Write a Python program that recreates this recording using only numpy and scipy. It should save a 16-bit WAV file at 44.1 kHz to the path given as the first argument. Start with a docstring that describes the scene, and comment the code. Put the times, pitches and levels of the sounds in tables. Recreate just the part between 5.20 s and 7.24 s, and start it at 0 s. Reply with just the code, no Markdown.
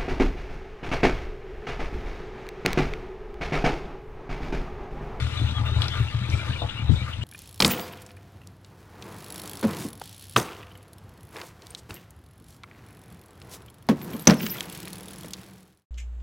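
"""On a road in the open air, an old V8 pickup creeps along to the left of the microphone.
Uneven firing pulses ring its open pipes, which boom, bark and burble. Shaped noise makes the engine
clatter, the tyres' gritty hiss and snapping stones, the rattles and the faint background air.
Narrow bands of noise make a ringing part and belt-like squeals; a loose part clunks as dying tones
and noise. A puff of wind hits only the left microphone port."""
import sys
import numpy as np
from scipy import signal
from scipy.fft import rfft, irfft, next_fast_len
from scipy.io import wavfile
from scipy.ndimage import uniform_filter1d

SR = 44100
rng = np.random.default_rng(int(sys.argv[2]) if len(sys.argv) > 2 else 0)


def bounce(signal):
    """Save signal as a 16-bit WAV file at the path given by the first command-line argument."""
    frames = np.transpose(np.atleast_2d(signal))
    limited = np.clip(frames, -1, 1)
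    pcm = np.round(limited * 32767).astype(np.int16)
    wavfile.write(sys.argv[1], SR, pcm)


N = 89875
T = np.arange(N) / SR  # time of each sample, s

# Levels of the truck's sounds are those before the path to the two ports.
# Engine speed: t/s, speed/(four-stroke cycles per second)
ENGINE_SPEED = [(0, 5.157), (.3, 5.058), (.6, 5.12), (.85, 5.317), (1.0, 5.335), (1.15, 4.944),
                (1.35, 4.742), (1.55, 5.012), (1.75, 5.21), (2.04, 4.898)]
START_TURN = .0145  # engine position at the start, cycles
# Cylinders in firing order: lateness/s (below zero is early), strength/dB
CYLINDERS = [(.0029, -3.9), (-.0033, 4), (-.0009, 2.4), (-.0011, .5), (.0016, -1), (.0023, 4.8),
             (-.0016, -8.7), (.0002, 3.2)]
SCATTER_DB, JITTER_S = 4.1, 0.00029  # random spread from firing to firing

# Exhaust boom: t/s, level/dB
BOOM_LEVEL = [(0.0, -21.5), (0.055, -24.5), (0.1, -32.5), (0.21, -23), (0.29, -28.5), (0.41, -22.5),
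              (0.49, -29.5), (0.61, -24), (0.69, -31), (0.83, -21), (0.89, -32.5), (1.02, -26),
              (1.08, -37.5), (1.14, -22.5), (1.235, -37), (1.28, -21.2), (1.38, -32), (1.45, -28),
              (1.51, -38.2), (1.59, -35), (1.66, -28.5), (1.82, -28), (1.9, -31.5), (1.945, -28),
              (2.04, -28)]
# Colour of the two booming pipe resonances: f/Hz, level/dB
BOOM_COLOUR = [(25, -43.5), (45, -18.5), (62, -9), (73, -3), (81, 4.5), (89, -2), (97, -11.5), (105, 4),
               (113, 1.5), (122, 0.5), (137, -1.5), (165, -31.5), (240, -25), (400, -48.5), (2000, -83)]
# Shift of the upper boom against the lower: t/s, level/dB
BOOM_TILT = [(0, -2), (.22, -1.5), (.3, -2.5), (.6, -0.5), (.7, 2), (.8, 1), (1.02, 6.5), (1.1, 1.5),
             (1.25, -1), (1.45, -3.5), (1.56, 9.5), (1.66, 4), (1.78, -11.5), (1.85, 5.5), (1.95, -8.5),
             (2.04, 5)]
BOOM_SPLIT_HZ = 96  # the valley between the two booms
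# Colour of the higher pipe resonances: f/Hz, level/dB
BARK_COLOUR = [(60, -52), (160, -5), (188, 4.5), (215, -0.5), (255, 2), (280, 1.5), (306, 1), (345, -7.5),
               (420, -11), (700, -30), (2000, -46.5)]
BARK_DB, BARK_FOLLOWS = -48.5, 0.18  # mean level; share of the boom's swings in dB that it follows
# Moments when the pipes bark up: t/s, f/Hz, level/dB
BURBLES = [(.2, 268, -40.5), (.21, 302, -39.5), (.335, 245, -41), (.405, 256, -43.5), (.54, 396, -42.5),
           (.61, 252, -45.5), (.68, 260, -49), (.82, 387, -44.5), (1.025, 190, -39.5), (1.118, 331, -41.5),
           (1.28, 242, -44.5), (1.6, 220, -41.5), (1.82, 190, -41), (1.99, 195, -44)]
BURBLE_S, BURBLE_WIDTH_HZ = 0.044, 48

# Engine clatter, before the lift in engine_bay: t/s, level/dB
CLATTER_LEVEL = [(0.0, -38.5), (0.08, -43.5), (0.31, -39), (0.34, -46.5), (0.39, -38.5), (0.43, -48),
                 (0.49, -40), (0.53, -43.5), (0.66, -39), (0.72, -42.5), (0.75, -39.5), (0.89, -43.5),
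                 (1.28, -42), (1.68, -45.5), (1.89, -45), (2.04, -48)]
# Colour of the clatter: f/Hz, level/dB
CLATTER_COLOUR = [(100, 15.5), (250, 9.5), (450, -2), (800, 2.5), (1400, 4.5), (2200, 3), (3000, 1),
                  (3800, 3), (4600, -11.5), (6000, -14), (12000, -32.5)]
# Moments when one part sings: t/s, level/dB
RINGS = [(.02, -45), (0.177, -41.5), (0.379, -37.5), (0.484, -39), (0.638, -41), (0.761, -38),
         (0.951, -44.5), (1.04, -46.5), (1.271, -41.5), (1.598, -49), (1.69, -54), (1.881, -41.5)]
RING_HZ, RING_WIDTH_HZ, RING_S = 1208.5, 39, 0.059

# One long squeal, mostly falling: t/s, f/Hz, level/dB
SQUEAL = [(.16, 3540, -75), (.185, 3513, -39.5), (.25, 3500, -50), (.3, 3370, -46), (.33, 3320, -53),
          (0.371, 3380, -35), (.385, 3220, -38.5), (.405, 3230, -75)]
# Chirps: t/s (middle), length/s, f/Hz (at the middle), level/dB
CHIRPS = [(0.174, 0.016, 3750, -36.5), (0.278, 0.019, 2740, -43), (0.297, 0.031, 3630, -40),
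          (0.473, 0.039, 2770, -40), (0.481, 0.046, 3630, -39.5), (0.565, 0.09, 3758, -41.5),
          (0.742, 0.054, 3540, -42), (0.795, 0.043, 2700, -43), (0.886, 0.038, 2740, -40),
          (0.99, 0.035, 3710, -56), (1.049, 0.026, 2332, -42), (1.132, 0.031, 2300, -35),
          (1.192, 0.039, 2370, -38.5), (1.333, 0.016, 2860, -39), (1.36, .025, 2350, -39),
          (1.417, 0.04, 3680, -37), (1.499, 0.022, 3483, -39), (1.499, 0.019, 2880, -37.5),
          (1.582, 0.051, 2810, -40.5), (1.606, 0.048, 2317, -43), (1.693, 0.038, 3710, -43.5),
          (1.762, 0.023, 3565, -39.5), (1.809, 0.047, 2310, -41.5), (1.832, 0.021, 2900, -43.5),
          (1.826, 0.053, 3810, -53), (1.933, 0.02, 2890, -38.5), (2.027, 0.024, 2955, -38.5)]
CHIRP_RISE_HZ, CHIRP_SPREAD = 114, 8  # rise over one length; bandwidth times length

# Knocks of the loose part: t/s, level/dB
CLUNKS = [(0.414, -42.5), (0.468, -42.5), (1.4196, -30.5), (1.428, -46), (1.44, -38.5)]
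# Tones of the struck chassis: f/Hz, level/dB, time to fall 60 dB/s
CHASSIS = [(314, -3.5, 0.14), (487, -6, 0.084), (579, -6, .1), (688, 1.5, .09), (840, -0.5, 0.054),
           (970, -3, 0.055)]

# Stones that snap under a tyre: t/s, f/Hz, level/dB
STONES = [(0.6193, 3770, -20.5), (.641, 3930, -28), (.654, 3700, -31), (0.682, 4570, -31),
          (1.099, 5000, -36)]
# Colour of a snap: f/(pitch of the snap), level/dB
SNAP_COLOUR = [(.4, -29), (.62, -25), (.75, -2.5), (1, 3.5), (1.2, -2.5), (1.35, -10), (1.6, -35), (3, -65)]

# Bodywork rattles: t/s (middle), length/s, level/dB
RATTLES = [(0.466, 0.034, -40), (0.784, 0.16, -43), (1.26, 0.024, -44), (1.897, 0.077, -42.5)]
# Colour of a rattle: f/Hz, level/dB
RATTLE_COLOUR = [(500, -36), (1000, -19), (1350, -2.5), (1750, -8.5), (2300, -8), (4000, -35)]

# Tyres on grit, before each port's own lift: t/s, level/dB
GRIT_LEVEL = [(0.0, -52.5), (0.06, -54), (0.14, -54), (0.45, -61), (0.47, -55), (0.52, -61.5),
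              (0.63, -51.5), (0.68, -55), (1.05, -62), (1.14, -49), (1.24, -59), (1.26, -54), (1.68, -65.5),
              (1.72, -54), (2.01, -63), (2.04, -51.5)]
# Colour of the grit: f/Hz, level/dB
GRIT_COLOUR = [(500, 22), (2000, 4), (4500, 12.5), (6200, 4), (7500, 6), (9500, 1.5), (11500, -8.5),
               (14000, -16), (16000, -36)]

# Pushes of the wind, before the low cut: t/s (middle), length/s, f/Hz, level/dB
BUFFETS = [(1.7, 0.018, 100, -8), (1.719, .016, 180, -12.5), (1.739, 0.017, 88.3, -10.5)]
PUFF_S, PUFF_HOLD_S = 1.690, 0.1  # start of the slap; how long it lasts

# How much louder the left port is than the right: f/Hz, level/dB
LEFT_OVER_RIGHT = [(60, 8), (160, 4.5), (300, 2), (1100, 7), (1800, 3.5), (3000, 11), (4700, 11),
                   (7000, 3.5), (14000, -3)]
# Scattered sound against direct sound: f/Hz, level/dB
SCATTERED_COLOUR = [(60, -9), (120, -30), (300, -4), (800, -2), (2500, -10.5), (6000, -10)]
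PORT_LAG_S = .0001  # the right port hears the truck this much later
TOP_HZ = 15700  # upper limit of all the sound


def amp(db):
    """Turn decibels into a plain gain."""
    return 10 ** (np.asarray(db) / 20)


def unit(x):
    """Scale x to an rms of 1."""
    return x / np.sqrt(np.mean(x ** 2) + 1e-20)


def along(points, hz):
    """Read a value between (f/Hz, value) points on a log axis."""
    f, v = np.transpose(points)
    return np.interp(np.log(hz + 1), np.log(f + 1), v)


def curve(rows):
    """Join (t/s, value) points with lines, one value per sample."""
    return np.interp(T, *np.transpose(rows))


def filtered(x, response):
    """Multiply the spectrum of x by a response that depends on frequency."""
    m = next_fast_len(N + SR // 2)
    return irfft(rfft(x, m) * response(np.fft.rfftfreq(m, 1 / SR)), m)[..., :N]


def noise(colour):
    """Coloured noise of rms 1."""
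    return unit(filtered(rng.standard_normal(N), lambda hz: amp(along(colour, hz))))


def causal(x, colour):
    """Pass x through a body that rings only after it is struck."""
    size = 16384
    # Folding the cepstrum forward in time gives the filter its minimum phase.
    cepstrum = irfft(np.log(amp(along(colour, np.fft.rfftfreq(size, 1 / SR)))))
    cepstrum[1:size // 2] *= 2
    cepstrum[size // 2:] = 0
    return signal.fftconvolve(x, irfft(np.exp(rfft(cepstrum))))[:N]


def resonance(x, centre_hz, width_hz):
    """Pass x through one resonance."""
    return filtered(x, lambda f: 1j * f * width_hz / (centre_hz ** 2 - f ** 2 + 1j * f * width_hz))


def fuzzy(phase, width_hz):
    """A narrow band of noise around a running phase in turns, rms 1."""
    i, q = filtered(rng.standard_normal((2, N)), lambda hz: 1 / (1 + (2 * hz / width_hz) ** 2))
    return unit(i * np.cos(2 * np.pi * phase) + q * np.sin(2 * np.pi * phase))


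def patchy(x, depth_db):
    """Give x random patches of gain in time and frequency."""
    z = signal.stft(x, nperseg=512)[2]
    field = uniform_filter1d(rng.standard_normal(z.shape), size=4, axis=0)
    field = uniform_filter1d(field, size=7, axis=1)
    return unit(signal.istft(z * amp(depth_db * unit(field)), nperseg=512)[1][:N])


def decay(start, t60):
    """A sudden start that falls 60 dB in t60 seconds."""
    return (T >= start) * amp(-60 * np.maximum(T - start, 0) / t60)


def swell(s, length, sound):
    """A sound that swells and fades around time s, rms 1 at its top."""
    shape = np.exp(-(2 * (T - s) / length) ** 2)
    return shape * sound * np.linalg.norm(shape) / np.linalg.norm(shape * sound)


def exhaust(turn):
    """One pulse per firing rings the pipes; unequal cylinders make the V8 lope."""
    firing = np.arange(int(len(CYLINDERS) * turn[-1]) + 1)
    late, strength_db = np.array(CYLINDERS)[firing % len(CYLINDERS)].T
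    chance = rng.standard_normal((len(firing), 2))
    when = np.interp(firing / len(CYLINDERS), turn, T) + late + JITTER_S * chance[:, 0]
    strength = amp(strength_db + SCATTER_DB * chance[:, 1])
    pulses = np.bincount(np.clip(when * SR, 0, N - 1).astype(int), strength, N)
    pulses = pulses - pulses.mean()

    boom = unit(causal(pulses, BOOM_COLOUR))
    bark = unit(causal(pulses, BARK_COLOUR))
    lower = filtered(boom, lambda hz: 1 / (1 + (hz / BOOM_SPLIT_HZ) ** 12))
    upper = boom - lower
    tilt = amp(curve(BOOM_TILT) / 2)  # half is added above, half taken off below

    level_db = curve(BOOM_LEVEL)
    bark_db = BARK_DB + BARK_FOLLOWS * (level_db - level_db.mean())
    burbles = sum(amp(db) * swell(s, BURBLE_S, resonance(bark, hz, BURBLE_WIDTH_HZ))
                  for s, hz, db in BURBLES)
    return amp(level_db) * (lower / tilt + upper * tilt) + amp(bark_db) * bark + burbles


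def engine_bay(turn, beat_db=1.1, rough_db=1.48, patchy_db=3, lift_db=4.0):
    """Shifting noise clatters in beat with the firings, and one part rings."""
    flutter = noise([(5, -6.0), (60, 25), (250, -10), (600, -86)])
    beat = amp(beat_db * np.cos(2 * np.pi * len(CYLINDERS) * turn) + rough_db * flutter)
    clatter = unit(beat * patchy(noise(CLATTER_COLOUR), patchy_db))
    ring = sum(amp(db) * swell(s, RING_S, fuzzy(RING_HZ * T, RING_WIDTH_HZ)) for s, db in RINGS)
    return amp(curve(CLATTER_LEVEL) + lift_db) * clatter + ring


def belt(squeal_width_hz=26):
    """Probably a belt: one long squeal, and rising chirps that scrape more the shorter they are."""
    s, hz, db = np.transpose(SQUEAL)
    phase = np.cumsum(np.interp(T, s, hz)) / SR
    squeal_level = amp(np.interp(T, s, db)) * (T > s[0]) * (T < s[-1])
    squeal = squeal_level * np.tanh(2 * fuzzy(phase, squeal_width_hz))  # tanh evens out the strength
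    squeal = filtered(squeal, lambda f: 1 / (1 + (f / (1.5 * hz[0])) ** 16))  # drop the overtones

    chirps = 0
    for s, length, hz, db in CHIRPS:
        phase = hz * T + CHIRP_RISE_HZ / length * (T - s) ** 2 / 2
        chirps = chirps + amp(db) * swell(s, length, fuzzy(phase, CHIRP_SPREAD / length))
    return squeal + chirps


def clunk(thud_db=1, thud_t60=0.046, dull_hz=1150):
    """A loose part knocks on the chassis: dying tones plus a burst of noise, dulled at the top."""
    # Each tone of each knock differs in strength by chance (2.3 dB spread).
    ring = sum(amp(db + level + rng.normal(0, 2.3)) * decay(s, t60) * np.sin(2 * np.pi * hz * (T - s))
               for s, db in CLUNKS for hz, level, t60 in CHASSIS)
    thud = sum(amp(db + thud_db) * decay(s, thud_t60) for s, db in CLUNKS)
    thud_colour = [(200, -11), (300, 2), (450, -5), (700, 22), (900, 13.5), (1200, 5), (3000, -40)]
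    knocks = ring + thud * noise(thud_colour)
    return filtered(knocks, lambda hz: 1 / (1 + (hz / dull_hz) ** 8))


def stones(crumble_db=2, snap_t60=.032):
    """Stones snap and crumble under a tyre: grainy, pitched noise that dies away fast."""
    grains = amp(crumble_db * noise([(50, 6), (500, -7), (1200, -50)]))
    snaps = 0
    for s, hz, db in STONES:
        colour = [(hz * multiple, level) for multiple, level in SNAP_COLOUR]
        snaps = snaps + amp(db) * decay(s, snap_t60) * unit(grains * noise(colour))
    return snaps


def rattles():
    """Brief swells of rough noise are the bodywork rattling."""
    return sum(amp(db) * swell(s, length, noise(RATTLE_COLOUR)) for s, length, db in RATTLES)


def grit(grain_db=1.5, patchy_db=3.0, left_db=13.5, right_db=5):
    """Tyres on grit: a grainy, patchy hiss, unrelated at the two ports."""
    grains = amp(grain_db * noise([(20, 1), (700, -8), (2000, -62)]))
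    ports = []
    for lift_db in (left_db, right_db):
        hiss = unit(grains * patchy(noise(GRIT_COLOUR), patchy_db))
        ports.append(amp(curve(GRIT_LEVEL) + lift_db) * hiss)
    return np.array(ports)


def puff(width_hz=40, slap_db=-20, slap_t60=0.15, low_hz=45):
    """A short puff of wind: a slap of noise, then a few dull pushes."""
    gate = np.interp(T - PUFF_S, [0, .003, PUFF_HOLD_S / 2, PUFF_HOLD_S], [0, 1, 1, 0])
    gust = sum(amp(db) * swell(s, length, fuzzy(hz * T, width_hz)) for s, length, hz, db in BUFFETS)
    gust = filtered(gust, lambda hz: hz ** 4 / (hz ** 4 + low_hz ** 4))  # cut the deepest part
    slap_colour = [(80, -7), (200, 5), (320, 2), (500, -13), (900, -43), (3000, -80)]
    slap = gate * decay(PUFF_S, slap_t60) * noise(slap_colour)
    return gust + amp(slap_db) * slap


def air(level_db=-53):
    """The faint open-air background: steady noise, unrelated at the two ports."""
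    colour = [(20, 7), (60, -12), (300, 9), (800, -1), (2500, 20), (6000, -29), (15000, -43)]
    return amp(level_db) * np.array([noise(colour), noise(colour)])


def outdoors(x, t60=0.088):
    """Sound reaches the left port first and mostly louder; ground and trees scatter some of it."""
    t = T[:SR // 2]
    tail = rng.standard_normal((2, len(t))) * amp(-60 * t / t60)
    scattered = signal.fftconvolve(x[None], tail / np.linalg.norm(tail[0]), axes=1)[:, :N]
    sides = np.array([[.5], [-.5]])  # half of each difference goes to each port
    direct = filtered(x, lambda hz: np.exp(2j * np.pi * hz * PORT_LAG_S * sides))
    pair = direct + filtered(scattered, lambda hz: amp(along(SCATTERED_COLOUR, hz)))
    return filtered(pair, lambda hz: amp(sides * along(LEFT_OVER_RIGHT, hz)))


def scene():
    """The truck to the left, grit and air at both ports, wind on the left one."""
    turn = START_TURN + np.cumsum(curve(ENGINE_SPEED)) / SR  # engine cycles so far
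    truck = exhaust(turn) + engine_bay(turn) + belt() + clunk() + stones() + rattles()
    left, right = outdoors(truck)
    return np.array([left + puff(), right]) + grit() + air()


def record(dry):
    """Cut off everything from the upper limit upwards."""
    return filtered(dry, lambda hz: hz < TOP_HZ)


dry = scene()
out = record(dry)
bounce(out)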